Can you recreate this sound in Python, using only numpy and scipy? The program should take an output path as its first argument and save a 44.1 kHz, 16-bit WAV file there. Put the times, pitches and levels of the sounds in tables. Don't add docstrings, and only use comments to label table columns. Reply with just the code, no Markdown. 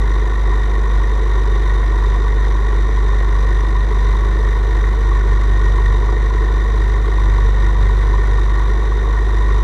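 import sys
import numpy as np
from scipy import signal
from scipy.io import wavfile
from scipy.ndimage import uniform_filter1d

SR = 44100
rng = np.random.default_rng(int(sys.argv[2]) if len(sys.argv) > 2 else 0)


def transcribe(signal):
    frames = np.atleast_2d(signal).T
    limited = np.clip(frames, -1, 1)
    pcm = np.round(limited * 32767).astype(np.int16)
    wavfile.write(sys.argv[1], SR, pcm)


N = 424683

# time in seconds, rise of the hum in dB (0 is even load).
PROPELLER_LOAD = [(0.0, -0.18), (0.35, -2.3), (0.49, -0.5), (0.82, -1.85), (0.98, 0.5), (1.07, -1.22),
                  (2.05, 0.0), (2.55, -0.68), (3.05, -0.9), (3.13, 0.0), (3.9, -0.85), (4.08, 0.2),
                  (4.32, -0.63), (4.85, -0.53), (5.32, 0.5), (5.75, 0.6), (5.9, 1.58), (6.15, -1.55),
                  (6.3, -0.5), (7.2, -0.5), (7.32, 1.8), (7.7, 0.24), (7.82, 1.4), (7.95, 0.5), (8.4, 0.16),
                  (8.9, -1.64), (9.25, -0.96), (9.4, -0.2), (9.63, 0.4)]
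# time in seconds, strokes per second,
# level of the hum's octave in dB.
ENGINE_DRIFT = [(0, 49.28, -32.0), (2, 49.41, -31.3), (4, 49.56, -30.0), (6, 49.77, -28.8),
                (7.2, 49.88, -29.7), (8.2, 49.64, -28.2), (9, 49.78, -29.4), (9.63, 50.83, -31.1)]
# multiple of the crank speed, level in dB, polarity,
# wobble in dB, share of the octave's swell.
CRANK_ORDERS = [(1, -42, -1, 2, -0.073), (3, -34, -1, 0.7, 0.76), (5, -37.5, -1, 0.8, 0.11),
                (6, -43, -1, 2, 0.93), (7, -46.5, -1, 1.5, 0.95), (8, -39, -1, 0.87, .25),
                (9, -48, 1, 2, -0.94), (10, -53.5, -1, 3, -0.2), (11, -57.5, -1, 4.5, -0.36)]

# frequency in Hz, width in Hz, relative gain in dB, polarity.
PLANKING_MODES = [(305, 69, -3, 1), (342, 79.5, -0.16, -1), (431, 49.3, 0.0, 1), (552, 177, -13, -1),
                  (702, 42, -15.5, -1), (870, 227, -18, 1)]
DECK_MODES = [(983.5, 74.4, -4.5, -1), (1137, 82, -6.5, 1)]
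BOILER_MODES = [(1311, 102, -18.6, -1), (1467, 126, -13.2, 1), (1767, 176, -18.5, 1), (1858, 86, -5.4, -1),
                (1945, 45, -16.0, 1), (2033, 60, -12.6, 1), (2220, 124, -21.4, -1), (2455, 90, -30.0, 1),
                (2784, 403, -32.9, 1), (2998, 97, -32.9, 1), (3300, 84, -25.7, -1), (3680, 139, -18.4, 1),
                (4210, 403, -31.5, -1), (4900, 195, -31.7, -1), (5330, 109, -35.6, 1),
                (5850, 244, -27.7, -1), (7000, 960, -38.2, 1), (7800, 641, -38.3, -1),
                (9370, 935, -41.7, 1), (11330, 1334, -47.2, -1), (12870, 1085, -53.1, 1)]
# quietest crank angle in turns, swing per turn
# in dB, swing per stroke in dB, narrowness of the pause, flicker in dB.
PLANKING_PULSE = (.37, .6, 1.7, .1, 1.1)
DECK_PULSE = (.43, -.2, 3.0, -.25, 1.2)
BOILER_PULSE = (.315, .8, 2.8, .45, .8)

# start in seconds, level in dB,
# part struck (0 planking, 1 deck, 2 boiler).
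LOOSE_KNOCKS = [(0.161, -22, 1), (1.556, -25, 0), (1.749, -21, 0), (1.829, -21, 2), (1.983, -22, 1),
                (2.023, -19, 1), (2.727, -17, 0), (2.889, -18, 0), (2.974, -20, 1), (3.151, -23, 0),
                (4.135, -18, 1), (4.282, -20, 0), (4.477, -22, 1), (4.839, -17.5, 2), (6.089, -16, 1),
                (6.123, -17.5, 0), (6.165, -23, 2), (6.345, -18, 0), (7.383, -18.5, 1), (7.57, -19, 1),
                (8.139, -18, 1), (8.181, -20, 1), (8.383, -20, 1), (8.637, -24, 0)]
# centre in Hz, width of one filter pass in Hz, level in dB.
WATER_BANDS = [(39.7, 10, -43), (65, 51, -46), (124, 91, -47), (196, 126, -48.5)]

HUM_DB, RATTLE_DB = -12, -27.5
MOUNT_HZ, MOUNT_WIDTH_HZ = 192, 27


def engine():
    t = np.arange(N) / SR
    hunting = wander(14)
    hunting -= uniform_filter1d(hunting, SR // 4)
    load_db = np.interp(t, *np.transpose(PROPELLER_LOAD)) + 0.44 * hunting / hunting.std()
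    times, even_hz, even_octave_db = np.transpose(ENGINE_DRIFT)
    stroke_hz = np.interp(t, times, even_hz) - 0.65 * load_db
    turns = 0.096 + np.cumsum(stroke_hz) / (2 * SR)
    labour_db = 1.05 * np.maximum(load_db, 0)
    octave_db = np.interp(t, times, even_octave_db) + 1.85 * load_db + labour_db
    return turns, load_db, octave_db


def piston_hum(turns, load_db, octave_db):
    angle = 2 * np.pi * turns
    crank_hz = (turns[-1] - turns[0]) * SR / N
    swell_db = octave_db - octave_db.mean()
    hum = undb(HUM_DB + load_db + 0.12 * wander(22)) * np.cos(2 * angle)
    hum -= undb(octave_db + 0.8 * wander(14)) * np.cos(4 * angle)
    for multiple, db, polarity, wobble_db, share in CRANK_ORDERS:
        gain = polarity * undb(db + share * swell_db + wobble_db * wander(5))
        hz = multiple * crank_hz
        mount_lag = 2 * np.arctan2(MOUNT_WIDTH_HZ * hz, MOUNT_HZ ** 2 - hz ** 2)
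        phase_wobble = 0.12 * wobble_db * wander(5)
        hum += gain * np.cos(multiple * angle - mount_lag + phase_wobble)
    return np.sqrt(2) * hum


def steam_rattle(turns, pulse, modes):
    quiet_turn, turn_db, stroke_db, narrowness, flicker_db = pulse
    angle = 2 * np.pi * (turns - quiet_turn)
    skew = 0.22 * np.sin(2 * angle) * (1 - np.cos(2 * angle))
    pause = np.cos(2 * angle) + narrowness * np.cos(4 * angle) - skew
    force_db = -turn_db * np.cos(angle) - stroke_db * pause + flicker_db * wander(160)
    grain_db = 0.92 * rng.exponential(size=N)
    force = undb(force_db + grain_db) * rng.standard_normal(N)
    return ring(force / force.std(), modes)


def loose_knocks(spread_db=-10.5):
    times, blow_db, struck = np.transpose(LOOSE_KNOCKS)
    return sum(blows(times, blow_db + spread_db * (struck != part), modes)
               for part, modes in enumerate((PLANKING_MODES, DECK_MODES, BOILER_MODES)))


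def bearing_slap(turns, level_db=-30, scatter_db=0.5):
    slap_turns = np.arange(1, int(turns[-1])) - 0.1
    times = np.interp(slap_turns, turns, np.arange(N) / SR)
    peaks_db = level_db + scatter_db * rng.standard_normal(len(times))
    return blows(times, peaks_db, PLANKING_MODES)


def water_rumble():
    rumble = 0
    for hz, width, db in WATER_BANDS:
        peak = signal.iirpeak(hz, hz / width, SR)
        band = signal.lfilter(*peak, rng.standard_normal(N))
        band = signal.lfilter(*peak, band)
        rumble += undb(db + 2.1 * wander(2.95)) * band / band.std()
    return rumble


def blows(times, peaks_db, modes, push_s=0.00039, build_s=0.0025):
    push = np.hanning(int(push_s * SR))
    knock = ring(np.pad(push, (0, SR // 20)), modes)
    knock *= 1 - np.exp(-np.arange(len(knock)) / (build_s * SR))
    force = np.zeros(N)
    force[np.clip(times * SR, 0, N - 1).astype(int)] = undb(peaks_db)
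    return signal.oaconvolve(force, knock / np.abs(knock).max())[:N]


def ring(force, modes):
    motion = 0
    for hz, width, db, polarity in modes:
        w, damping = np.tan(np.pi * hz / SR), width / hz
        numerator = damping * w ** 2 * np.array([1, 2, 1])
        denominator = [1 + damping * w + w ** 2, 2 * (w ** 2 - 1), 1 - damping * w + w ** 2]
        motion += polarity * undb(db) * signal.lfilter(numerator, denominator, force)
    return motion


def wander(rate_hz):
    hold = int(SR / rate_hz)
    steps = np.repeat(rng.standard_normal(N // hold + 1), hold)
    smooth = uniform_filter1d(uniform_filter1d(steps, hold), hold)[:N]
    return smooth / smooth.std()


def undb(db):
    return 10 ** (np.asarray(db) / 20)


def scene():
    turns, load_db, octave_db = engine()
    planking = steam_rattle(turns, PLANKING_PULSE, PLANKING_MODES)
    metal = steam_rattle(turns, DECK_PULSE, DECK_MODES) + steam_rattle(turns, BOILER_PULSE, BOILER_MODES)
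    metal *= undb(0.36 * (load_db - load_db.mean()))
    rattle = planking + metal
    panels = undb(RATTLE_DB) * rattle / rattle.std() + bearing_slap(turns) + loose_knocks()
    panels = signal.sosfilt(signal.butter(2, 200, "high", fs=SR, output="sos"), panels)
    return (piston_hum(turns, load_db, octave_db) + panels + water_rumble())[None]


def record(dry):
    return signal.sosfilt(signal.ellip(8, 0.2, 70, 14100, fs=SR, output="sos"), dry)


dry = scene()
out = record(dry)
transcribe(out)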